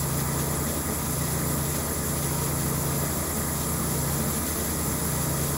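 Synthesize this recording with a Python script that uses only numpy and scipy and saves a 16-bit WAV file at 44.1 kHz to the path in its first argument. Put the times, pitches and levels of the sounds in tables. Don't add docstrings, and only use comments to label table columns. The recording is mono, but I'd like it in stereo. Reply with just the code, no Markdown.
import sys
import numpy as np
from scipy import signal
from scipy.fft import rfft, irfft, next_fast_len
from scipy.io import wavfile

SR = 44100
rng = np.random.default_rng(int(sys.argv[2]) if len(sys.argv) > 2 else 0)


def file_out(sig):
    cols = np.atleast_2d(sig).T
    lim = np.clip(cols, -1, 1)
    pcm = np.round(lim * 32767).astype(np.int16)
    wavfile.write(sys.argv[1], SR, pcm)


N = 245617

TIME = np.arange(N) / SR
FFT_SIZE = next_fast_len(N)
BINS_HZ = np.maximum(np.fft.rfftfreq(FFT_SIZE, 1 / SR), 1)
SIDES = np.array([[1], [-1]])

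GOVERNED_HZ, FULL_SPEED_HZ = 28, 28.638
LAPS_PER_CYCLE = .1904
SHAFT_HZ = 37.6
FIRING_JITTER_CYCLES, FIRING_SPREAD_DB = .015, 1.1
PUFF_DB = -13
CLATTER_DB, CLATTER_THROTTLE_DB = -31, 0.15
HISS_START_DB, HISS_RISE_DB_PER_S = -28.5, 0.22
PORT_DELAY_S = .000214
CUTOFF_HZ = 15750


def from_db(db):
    return 10 ** (np.asarray(db) / 20)


def rms_one(x):
    return x / np.sqrt(np.mean(x ** 2) + 1e-20)


def at_bins(rows):
    hz, *columns = np.transpose(rows)
    return [np.interp(np.log(BINS_HZ), np.log(hz), column) for column in columns]


def filtered(x, response):
    return irfft(rfft(x, FFT_SIZE) * response, FFT_SIZE)[..., :N]


def drift(rate_hz):
    size = min(N, int(32 * rate_hz * N / SR) + 2)
    hz = np.fft.rfftfreq(size, N / SR / size)
    spectrum = rfft(rng.standard_normal(size)) / (1 + (hz / rate_hz) ** 2)
    slow = irfft(spectrum, size)
    return np.interp(TIME, np.linspace(0, TIME[-1], size), rms_one(slow))


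def bells(rows):
    total = 0
    for middle_s, length_s, height in rows:
        place = np.clip((TIME - middle_s) / length_s, -.5, .5)
        total = total + height * np.cos(np.pi * place) ** 2
    return total


def churn(x, low_hz, high_hz, depth_db, rate_hz, count):
    place = np.interp(np.log(BINS_HZ), np.log([low_hz, high_hz]), [0, count - 1])
    spectrum = rfft(x, FFT_SIZE)
    out = 0
    for k in range(count):
        band = irfft(spectrum * np.maximum(1 - abs(place - k), 0), FFT_SIZE)[..., :N]
        out = out + band * from_db(depth_db * drift(rate_hz))
    return out


def body(spectrum, modes):
    peaks = 0
    for hz, width_hz, db in modes:
        peaks = peaks + from_db(db) ** 2 / (1 + (2 * (BINS_HZ - hz) / width_hz) ** 2)
    return from_db(at_bins(spectrum)[0]) * np.sqrt(1 + peaks)


def barn(x, t60_s=0.49, direct_db=-11.5):
    tail = rng.standard_normal(N) * from_db(-60 * TIME / t60_s)
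    echo = rfft(tail / np.linalg.norm(tail), FFT_SIZE)
    return rms_one(filtered(x, from_db(direct_db) + echo))


def at_ports(direct, diffuse):
    # (frequency [Hz], left lead [rad], likeness [0-1], left over right [dB])
    port_rows = [(100, 0.12, 0.98, -1.0), (400, 0.42, 0.91, 0), (800, 0.63, 0.66, 2.0),
                 (1250, 1.2, 0.66, 1.2), (1750, 4.9, 0.3, 0.2), (1950, 6.74, 0.57, -1.2),
                 (2350, 9.19, 0.6, -0.7), (2600, 9.35, 0.75, -0.4), (2950, 9.45, 0.9, -0.2),
                 (3300, 10.4, 0.38, 1.9), (3900, 12.86, 0.26, 1.4), (4700, 12.59, 0.21, -1.8),
                 (5400, 9.9, 0.44, -4.5), (5850, 12.6, 0.3, -1.6), (6400, 12.45, 0.992, 0)]
    lead_rad, alike, tilt_db = at_bins(port_rows)
    lead_rad = lead_rad - 2 * np.pi * PORT_DELAY_S * np.maximum(BINS_HZ - port_rows[-1][0], 0)
    alike = np.clip(alike, 0, .995)
    common = filtered(direct, np.sqrt(1 + alike))
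    opposed = SIDES * filtered(diffuse, np.sqrt(1 - alike))
    response = from_db(SIDES * tilt_db / 2) * np.exp(1j * SIDES * lead_rad / 2)
    return rms_one(filtered(common + opposed, response))


def drone(cycles, speed_hz, boom_db, waver_db=0.34, rough_rad=0.033, port_rad=0.11):
    # (order, level [dB] at governed speed, slope [dB per cycle/s])
    order_levels = [(2, -50.3, 0.3), (3, -42.9, 2.9), (4, -45.3, -6.9), (6, -38, -6.6), (7, -58, 1.5),
                    (8, -47.5, 5.5), (9, -44.3, -4.6), (10, -54, 5.3), (11, -55, -3.5)]
    levels = [(5, boom_db)]
    for order, db, slope_db in order_levels:
        levels.append((order, db + slope_db * (speed_hz - GOVERNED_HZ)))
    out = 0
    for order, level_db in levels:
        blur_rad = rough_rad * order * drift(20)
        angle = 2 * np.pi * (order * cycles + rng.random()) + blur_rad + port_rad * SIDES
        gain = from_db(level_db + waver_db * drift(11))
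        out = out + gain * np.sqrt(2) * np.sin(angle)
    return out


def shaft(waver_db=0.5, upper_waver_db=3.0, wobble_rad=0.059, port_rad=0.15):
    # (multiple of the turning rate, level [dB])
    shaft_levels = [(1, -55.5), (2, -38), (4, -52), (6, -47.5), (8, -52), (12, -53.5), (14, -58),
                    (15, -55.5), (16, -58), (18, -57), (22, -60), (32, -60), (38, -59), (45, -61)]
    turn_rad = 2 * np.pi * SHAFT_HZ * TIME + wobble_rad * drift(5)
    out = 0
    for multiple, db in shaft_levels:
        angle = multiple * turn_rad + 2 * np.pi * rng.random() + port_rad * SIDES
        depth_db = waver_db if multiple <= 4 else upper_waver_db
        gain = from_db(db + depth_db * drift(5))
        out = out + gain * np.sqrt(2) * np.sin(angle)
    return out


def clatter(cycles, second_firing=.39, puff_s=0.026, crack_db=-8.5, rush_db=0.0):
    # (frequency [Hz], relative level [dB per Hz])
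    engine_colour = [(20, -27), (45, -18), (100, -10), (190, 0.5), (320, -1.5), (450, -4.5), (620, -7.5),
                     (800, -11), (1050, -9), (1400, -10), (1800, -13.5), (2400, -13), (4000, -19.5),
                     (9000, -19)]
    # (frequency [Hz], width [Hz], level over the noise [dB])
    frame_modes = [(215, 8, 6), (324, 24, -6), (400, 24, -6), (442, 18, -1), (570, 50, -5), (674, 14, -4),
                   (830, 24, -2), (1245, 70, -2), (1350, 60, -4), (1500, 30, -1), (1575, 35, -1),
                   (1700, 40, 1.5), (1960, 80, 1), (2380, 90, -3)]
    firings = 0
    for lag_cycles in (0, second_firing):
        count = np.floor(cycles + lag_cycles)
        firings = firings + np.diff(count, prepend=count[0])
    cracks = firings * from_db(FIRING_SPREAD_DB * rng.standard_normal(N))

    puffs = rms_one(signal.lfilter([1], [1, -np.exp(-1 / (puff_s * SR))], cracks))
    gas_level = np.hypot(from_db(PUFF_DB) * puffs, from_db(rush_db))
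    gas = gas_level * rng.standard_normal((2, N))
    gas = churn(gas, low_hz=190, high_hz=2540, depth_db=2.9, rate_hz=12, count=20)

    cracks = signal.sosfilt(signal.butter(8, 290, "high", fs=SR, output="sos"), cracks)
    cracks = signal.sosfilt(signal.butter(2, 1800, fs=SR, output="sos"), cracks)
    paths = gas + from_db(crack_db) * np.array([barn(cracks), barn(cracks)])
    direct, diffuse = filtered(paths, body(engine_colour, frame_modes))
    return at_ports(direct, diffuse)


def whine(cycles, speed_hz, width_hz=22, fade_db=2.5, rough_rad=1.0, port_rad=0.4):
    # (order, peak amplitude [dB] at resonance, panel resonance [Hz], share of the swells)
    whine_orders = [(34, -45, 954, 1), (36, -47.5, 1001, .6), (48, -48, 1335, .3)]
    # (middle [s], length [s], rise [dB])
    swells = [(0.33, 0.5, 2.5), (2.38, 0.45, 4.5), (2.92, 0.4, 2.5)]
    swell_db = bells(swells)
    out = 0
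    for order, level_db, panel_hz, share in whine_orders:
        resonance = 1 / np.hypot(1, 2 * (order * speed_hz - panel_hz) / width_hz)
        angle = 2 * np.pi * (order * cycles + rng.random()) + rough_rad * drift(6.3) + port_rad * SIDES
        gain = from_db(level_db + share * swell_db + fade_db * drift(8.4))
        out = out + gain * resonance * np.sin(angle)
    return out


def blade(laps, grain_db=0.6, uneven_bite=0.25):
    # (frequency [Hz], relative level [dB per Hz])
    hiss_colour = [(800, -24), (2800, -13.5), (4200, -15.2), (5200, -9.7), (5900, -10.7), (6900, -9),
                   (7400, -3.7), (8300, -1.4), (9300, -1), (10200, -2.6), (11200, -3.8), (12900, -3.8),
                   (13600, -6), (15700, -7.8)]
    # (frequency [Hz], width [Hz], level over the noise [dB])
    blade_modes = [(2790, 70, 7), (3310, 100, 0), (3850, 60, -1), (4380, 65, 1), (4530, 50, -3),
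                   (4960, 80, 3), (5250, 160, -6), (6210, 70, -2), (6906, 70, 0), (7290, 55, 4),
                   (7530, 130, 1), (7680, 60, -2), (8020, 60, 3), (8110, 60, 1), (8470, 160, -1),
                   (9450, 130, -3), (9854, 50, -4), (10350, 160, -5), (11590, 110, -2), (11950, 140, -5)]
    # (share of a lap, level [dB])
    bite = [(.04, 1.0), (.22, 0), (.55, -.3), (.72, -.2), (.83, -.65), (.93, .35)]
    share, bite_db = np.transpose(bite)
    lap_db = np.interp(laps, share, bite_db, period=1) * (1 + uneven_bite * drift(2.9))
    snaps = rng.standard_normal((2, N)) * from_db(grain_db * drift(3000) + lap_db)
    cut = churn(snaps, low_hz=2400, high_hz=15000, depth_db=1.9, rate_hz=30, count=48)
    direct, diffuse = filtered(cut, body(hiss_colour, blade_modes))
    return at_ports(direct, diffuse)


def scene():
    # (bottom of the sag [s], length [s], depth [cycles per s])
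    sags = [(0.163, 1.236, .862), (1.328, 1.068, 1.166), (2.61, 1.468, .952), (3.864, 1.173, 1.121),
            (5.091, 1.175, 1.077)]
    # (time [s], level [dB])
    boom = [(0.0, -31.5), (0.43, -31.5), (0.7, -37.5), (0.92, -40.5), (1.18, -31.5), (1.28, -35),
            (1.66, -31.5), (1.9, -40.5), (2.18, -33), (2.99, -31), (3.29, -41), (3.52, -35.5),
            (3.86, -37.5), (4.02, -31.5), (4.3, -33.5), (4.44, -48), (4.58, -41), (4.78, -39.5),
            (4.95, -34.5), (5.04, -40.5), (5.13, -33), (5.48, -31.5), (5.57, -35)]
    speed_hz = FULL_SPEED_HZ - bells(sags)
    climb_hz_per_s = np.gradient(speed_hz, TIME)
    cycles = np.cumsum(speed_hz) / SR
    boom_db = np.interp(TIME, *np.transpose(boom))

    exhaust = drone(cycles, speed_hz, boom_db) * from_db(-.35 * SIDES)
    hum = shaft() * from_db(-.8 * SIDES)

    firing_cycles = cycles + FIRING_JITTER_CYCLES * drift(25)
    clatter_db = CLATTER_DB + CLATTER_THROTTLE_DB * climb_hz_per_s
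    engine = from_db(clatter_db) * clatter(firing_cycles) + whine(cycles, speed_hz)

    hiss_db = HISS_START_DB + HISS_RISE_DB_PER_S * TIME
    saw = from_db(hiss_db) * blade(LAPS_PER_CYCLE * cycles)
    return exhaust + hum + engine + saw


def record(dry):
    return filtered(dry, 1 / np.sqrt(1 + (BINS_HZ / CUTOFF_HZ) ** 900))


dry = scene()
out = record(dry)
file_out(out)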